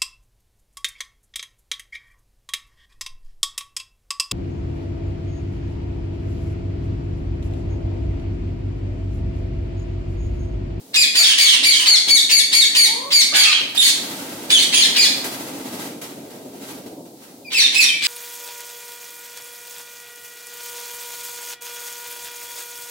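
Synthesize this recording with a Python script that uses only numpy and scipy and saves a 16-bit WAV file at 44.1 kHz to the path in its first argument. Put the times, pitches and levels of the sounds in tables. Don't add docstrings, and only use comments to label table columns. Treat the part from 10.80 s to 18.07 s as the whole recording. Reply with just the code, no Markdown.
import sys
import numpy as np
from scipy import signal
from scipy.fft import rfft, irfft, next_fast_len
from scipy.io import wavfile
from scipy.ndimage import uniform_filter1d, minimum_filter1d

SR = 44100
rng = np.random.default_rng(int(sys.argv[2]) if len(sys.argv) > 2 else 0)


def master_out(mix):
    frames = np.transpose(np.atleast_2d(mix))
    ceiling = np.clip(frames, -1, 1)
    pcm = np.round(ceiling * 32767).astype(np.int16)
    wavfile.write(sys.argv[1], SR, pcm)


N = 320607
TIME = np.arange(N) / SR


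def amp(db):
    return 10 ** (np.asarray(db) / 20)


def evened(x):
    return x / np.sqrt(np.mean(x ** 2) + 1e-20)


def read(points, hz):
    f, value = np.transpose(points)
    return np.interp(np.log(hz + 1), np.log(f + 1), value)


def level(rows):
    return amp(np.interp(TIME, *np.transpose(rows)))


def coloured(x, points):
    n = x.shape[-1]
    gains = amp(read(points, np.fft.rfftfreq(n, 1 / SR)))
    return evened(irfft(rfft(x) * gains, n))


def wobble(n, hz):
    size = next_fast_len(n, real=True)
    f = np.fft.rfftfreq(size, 1 / SR)
    slow = rfft(rng.standard_normal(size)) / (1 + (f / hz) ** 4)
    return evened(irfft(slow, size))[:n]


def add(mix, s, sound):
    part = mix[:, round(s * SR):][:, :sound.shape[-1]]
    part += sound[..., :part.shape[1]]


def placed(x, side_db):
    lead = 0.00008 * (side_db + 0.9)
    hz = np.fft.rfftfreq(len(x), 1 / SR)
    turn = np.exp(2j * np.pi * hz * np.array([[lead], [-lead]]))
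    return irfft(rfft(x) * turn, len(x)) * amp([[side_db / 2], [-side_db / 2]])


def air_noise(points):
    # (frequency [Hz], likeness [0-1])
    likeness = [(30, .7), (120, 0.99), (270, 0.96), (500, 0.81), (1000, 0.07), (8000, 0.072)]
    size = next_fast_len(N, real=True)
    hz = np.fft.rfftfreq(size, 1 / SR)
    a, b = rfft(rng.standard_normal((2, size))) * amp(read(points, hz))
    same = np.clip(read(likeness, hz), -1, 1)
    right = same * a + np.sqrt(1 - same ** 2) * b
    return evened(irfft(np.array([a, right]), size)[:, :N])


def still_air(level_db=-49.5):
    # (frequency [Hz], relative density [dB per Hz])
    air_spectrum = [(25, -21), (70, -7), (130, -1), (270, 6), (600, -13), (1500, -26.5), (4000, -3.5),
                    (9000, -4.5), (16000, -5)]
    return amp(level_db) * air_noise(air_spectrum)


def wings(beat_hz=13, sharp=0.64, puff_db=-1.0, swish_db=-1.0, count=3):
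    # (time [s], level before trim [dB])
    flapping = [(0, -50), (.25, -41), (.5, -48), (.8, -42.5), (1.15, -46.5), (2.3, -42), (2.95, -47.5),
                (3.22, -34.5), (5, -32.5), (5.3, -37), (6.15, -37), (6.42, -45), (6.95, -41), (7.27, -45.5)]
    # (time [s], level before trim [dB])
    feathers = [(0, -55), (2.9, -44), (3.3, -31.5), (3.6, -36), (4.55, -31.5), (4.78, -37.5), (5.05, -32),
                (5.17, -47), (5.72, -49), (5.89, -35.5), (6.15, -58), (6.3, -73), (6.44, -44), (6.63, -61)]
    # (time [s], thump [dB], feather slap [dB], decay [s])
    strokes = [(.82, -43, -48, 0.043), (1.269, -41.5, -35, 0.084), (1.72, -47, -48, 0.023),
               (2.13, -62, -53, 0.03), (2.531, -34, -50, 0.032), (2.8, -38.5, -50, 0.087),
               (2.946, -40, -25.5, 0.01), (4.44, -42, -27, 0.021), (5.02, -47, -55, 0.012),
               (5.213, -66, -32, 0.053), (5.5, -61, -47.5, 0.06), (6.06, -45, -43.5, 0.03),
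               (6.204, -38, -66, .012), (6.251, -60, -48.5, 0.035)]
    # (frequency [Hz], relative density [dB per Hz])
    puff_spectrum = [(25, -48), (55, -32), (85, -24.5), (110, -13), (130, -9), (155, -10.5), (200, -5.5),
                     (225, -5), (270, 1.5), (330, -3.5), (450, -7), (700, -10), (950, -17.5), (1500, -50),
                     (3000, -98)]
    # (frequency [Hz], relative density [dB per Hz])
    swish_spectrum = [(410, -32), (700, -10), (767, -5.5), (1470, -9.5), (1680, -11), (3540, -11),
                      (4190, -11.5), (5170, -13), (13200, -14.5), (15900, -18)]

    beats = 0
    for bird in range(count):
        rate = beat_hz * (1 + 0.149 * wobble(N, hz=1.92))
        turns = np.cumsum(rate) / SR + rng.random()
        beats = beats + np.exp(sharp * np.cos(2 * np.pi * turns))
    beats = evened(np.sqrt(beats))
    push = amp(puff_db) * level(flapping) * beats
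    brush = amp(swish_db) * level(feathers) * beats

    for s, thump_db, slap_db, decay in strokes:
        age = np.maximum(TIME - s, 0)
        stroke = np.minimum(age / 0.0052, 1) * np.exp(-age / decay)
        push = push + amp(thump_db) * stroke
        brush = brush + amp(slap_db) * stroke
    return push * air_noise(puff_spectrum), brush * air_noise(swish_spectrum)


def whine(row, jitter=0.174, glide_bend=0.72, size=16384):
    s, length, first, last, db, second_db, rough = row
    u = np.minimum(np.arange(size) / SR / length, 1)
    glide = first + (last - first) * u ** glide_bend
    pitch = glide * (1 + jitter * rough * wobble(size, hz=249))
    angle = 2 * np.pi * np.cumsum(pitch) / SR
    voice = evened(np.sin(angle) + amp(second_db) * np.sin(2 * angle))
    swell = np.sqrt(abs(np.sin(np.pi * u)))
    return s, amp(db) * swell * voice


def screech(row, jitter=0.0497, least_jitter=0.0123, flutter=0.69, flutter_hz=260,
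            rise_jitter=0.427, shut_db=-14, size=9216):
    # (top pitch [Hz], rise time [s])
    rise_times = [(1700, .03), (2350, .028), (2740, .046)]
    # (frequency [Hz], gain [dB])
    throat = [(1000, -9), (1800, -16.5), (2300, -8), (2700, 3), (3300, 2), (4600, 1.5), (5300, -4.5),
              (6000, -8.5), (7000, -10), (8000, -11), (9200, -14), (11300, -16.5), (13000, -24.5),
              (16000, -30)]
    # (top pitch [Hz], odd-harmonic gain [dB])
    odd_gain = [(1300, -5.5), (1680, -23), (1850, -25), (2250, -1), (2700, 2.5)]
    # (frequency [Hz], relative density [dB per Hz])
    rasp_spectrum = [(300, -33), (1000, -15.5), (1400, -17.5), (1800, -5.5), (2300, -2.5), (3200, 0.5),
                     (4300, 3), (5400, -3.5), (6800, -7.5), (7900, -7), (9200, -2.5), (11000, -27.5),
                     (12500, -22.5), (16000, -11.5)]
    start_share, sag_per_s = 0.55, 1.1
    last_hz, usual_top_hz, last_follows = 1626, 2352, 0.41
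    attack_share, attack_bend = 0.73, 0.74
    rise_db, fall_db, release_s = -1, -0.5, 0.011
    rise_rough, fray = 1, 0.17
    quaver, quaver_hz = 0.00784, 70
    fade_db, fade_hz = 3, 55
    rasp_share = 0.82

    s, hold, fall, top, db, swell_db, roughness, treble_db, side_db = row
    t = np.arange(size) / SR
    rise = read(rise_times, top)
    held, end = rise + hold, rise + hold + fall

    last = last_hz * (top / usual_top_hz) ** last_follows
    sagged = top * (1 - sag_per_s * hold)
    pitch = np.interp(t, [0, rise, held, end], [start_share * top, top, sagged, last])
    pitch = uniform_filter1d(pitch, size=300)

    stages = [0.8 * rise, rise, held - hold / 10, held + fall / 2]
    rough = np.interp(t, stages, [rise_rough, roughness, roughness, roughness + fray])
    rough = np.clip(rough, 0, 1)
    attack = np.clip(t / (attack_share * rise), 0, 1) ** attack_bend
    gate = attack * np.clip((end - t) / release_s + 0.34, 0, 1)
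    contour_db = np.interp(t, stages, [rise_db - swell_db / 2, 0, 0, fall_db + swell_db / 2])
    loud = gate * amp(db + contour_db)

    cycle_rough = np.where(t < rise, np.minimum(rough, rise_jitter), rough)
    unsteady = (least_jitter + jitter * cycle_rough) * wobble(size, hz=468)
    tremble = quaver * wobble(size, hz=quaver_hz)
    turns = np.cumsum(pitch * (1 + unsteady + tremble)) / SR

    facing = [(4000, 0), (11000, treble_db)]
    k = np.arange(1, 7)[:, None]
    gains = amp(read(throat, k * pitch) + read(facing, k * pitch) + read(odd_gain, top) * (k % 2))
    fades = amp(fade_db * np.array([wobble(size, hz=fade_hz) for harmonic in k]))
    harmonics = fades * gains * np.cos(2 * np.pi * k * turns)
    note = evened(harmonics.sum(0) / np.sqrt((gains ** 2).sum(0)))

    rasp = coloured(coloured(rng.standard_normal(size), rasp_spectrum), facing)
    beak = np.minimum(t / rise, 1)
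    rasp = beak * rasp + (1 - beak) * coloured(rasp, [(3000, 0), (9000, shut_db)])
    share = rasp_share * rough ** 1.7
    voice = np.sqrt(1 - share) * note + np.sqrt(share) * rasp

    depth = flutter * (rough + 0.14) / 2
    bursts = np.exp(depth * wobble(size, hz=flutter_hz) - depth ** 2)
    return s, placed(loud * bursts * voice, side_db)


def aviary(x, gap=0.00076, early_db=9, early_s=0.0079):
    # (frequency [Hz], time to fall 60 dB [s])
    ring_times = [(150, 0.6), (500, 0.45), (1500, 0.71), (4000, 0.56), (9000, 0.51), (16000, 0.27)]
    hz, t, bands = signal.stft(rng.standard_normal((2, SR)), SR, nperseg=256)
    decay = amp(-60 * t / read(ring_times, hz)[:, None])
    tail = signal.istft(bands * decay, SR, nperseg=256)[1]
    age = np.arange(tail.shape[1]) / SR
    tail = tail * np.clip(age / gap - 1, 0, 1) * amp(early_db * np.exp(-age / early_s))
    tail = tail / np.linalg.norm(tail, axis=1, keepdims=True)
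    return signal.fftconvolve(x, tail, axes=1)[:, :N]


def scene(direct_db=-4.0, room_db=1.22, swish_room_db=-5, count=5):
    # (time [s], hold [s], fall [s], top pitch [Hz], level before the mix [dB],
    # swell from start to end [dB], roughness [0-1], treble [dB], left against right [dB])
    screeches = [ (0.133, 0.053, 0.024, 2500, -12, 2, 0.11, 3, 0),
                 (.343, 0.039, 0.041, 2360, -11, -0.5, 0.29, 3, 0),
                 (0.415, 0.062, 0.023, 1697, -15, 1, 0.63, -1, -2),
                 (0.572, 0.055, 0.053, 2345, -11.5, -8, 0.21, 3.5, 1),
                 (0.623, 0.059, 0.032, 1696, -13.5, 5.5, 0.59, -2, -2.5),
                 (0.826, 0.058, .055, 2343, -13, -6.5, 0.12, 0.5, .5),
                 (.89, 0.056, 0.062, 1670, -19.5, 4, 0.48, 1.5, -2.5),
                 (1.05, 0.061, 0.034, 2315, -12, 0.5, 0.03, 1.5, 0.5),
                 (1.274, 0.055, 0.033, 2288, -10.5, 0.5, 0, 4, 1),
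                 (1.491, 0.059, 0.037, 2345, -11, -4.5, 0.03, 4.5, 1.5),
                 (1.715, 0.061, 0.038, 2336, -12, -1, 0.15, 4.5, 0.5),
                 (1.943, 0.069, 0.04, 2330, -11, -4.5, 0.13, 3.5, 0),
                 (2.302, 0.074, .022, 2350, -11.5, 5, 0.14, 2, 0),
                 (2.529, 0.1, .03, 1221, -18.5, -5, 0.84, -4.5, -4),
                 (2.539, 0.059, .025, 2352, -12.5, -4.5, 0.05, 3, -1.5),
                 (2.631, .04, 0.026, 1333, -22, -4, .35, -4, 1.5),
                 (2.708, 0.043, 0.033, 1662, -18.5, -10, 0.4, -17.5, -0.5),
                 (2.95, 0.043, 0.0062, 1866, -13.5, 13.5, 0, 9, -5),
                 (2.997, 0.049, 0.028, 2262, -14, 4.5, 0.53, 6, 0),
                 (3.695, .014, .043, 1792, -11, 0, 0.1, 4.5, -2),
                 (3.764, 0.029, 0.03, 2230, -17, -1, .43, 3, -1),
                 (3.923, 0.026, 0.028, 1674, -12, -7, 0.27, 3, -1.5),
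                 (3.937, 0.036, 0.05, 2447, -20.5, 18.5, 0.26, 2, 1),
                 (4.146, .03, 0.064, 2442, -13, -1.5, 0.19, 1.5, -.5),
                 (6.701, 0.02, .056, 2706, -16.5, 9, 0.25, -1.5, -.5),
                 (6.8, .035, 0.0091, 1873, -17, 3, 0.3, -7, -0.5),
                 (6.92, 0.031, 0.058, 2655, -14, 4, 0.17, 0.5, -1),
                 (7.033, 0.021, .019, 1855, -19, 0, 0.15, -7, -1),
                 (7.207, .036, 0.036, 2473, -16.5, 5, 0.77, -2, -1)]
    # (time [s], length [s], first pitch [Hz],
    # last pitch [Hz], level before the mix [dB], second harmonic against first [dB], roughness [0-1])
    whines = [ (0.38, 0.084, 630, 720, -36, -1, 0.4), (0.444, 0.12, 1560, 1665, -36.5, -14, .35),
              (0.957, 0.23, 1370, 678, -37.5, 2.5, 0.65), (2.041, 0.29, 370, 580, -35.5, 4, 0.23),
              (2.519, 0.095, 607, 927, -27.5, 5, 0.65), (2.575, 0.1, 1620, 1620, -18.5, 17, .08),
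              (2.619, .12, 1400, 1163, -22, 10.5, .31), (6.646, 0.057, 2550, 2283, -36, -8, 0),
              (7.07, .088, 2450, 2308, -22, -24, 0.12)]
    puffs, swishes = wings()
    flight = puffs + swishes + amp(swish_room_db) * aviary(swishes)

    calls = [screech(row) for row in screeches] + [whine(row) for row in whines]
    perches = np.zeros((count, 2, N))
    for k, call in enumerate(calls):
        add(perches[k % count], *call)
    flock = sum(amp(direct_db) * birds + amp(room_db) * aviary(birds) for birds in perches)
    return still_air() + flight + flock


def record(dry, ceiling=0.89, edge_hz=16000):
    allowed = np.minimum(1, ceiling / (abs(dry).max(0) + 1e-9))
    gain = uniform_filter1d(minimum_filter1d(allowed, size=200), size=200)
    low_pass = signal.firwin(1023, edge_hz, window=("kaiser", 9), fs=SR)
    return signal.oaconvolve(dry * gain, low_pass[None], "same")


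dry = scene()
out = record(dry)
master_out(out)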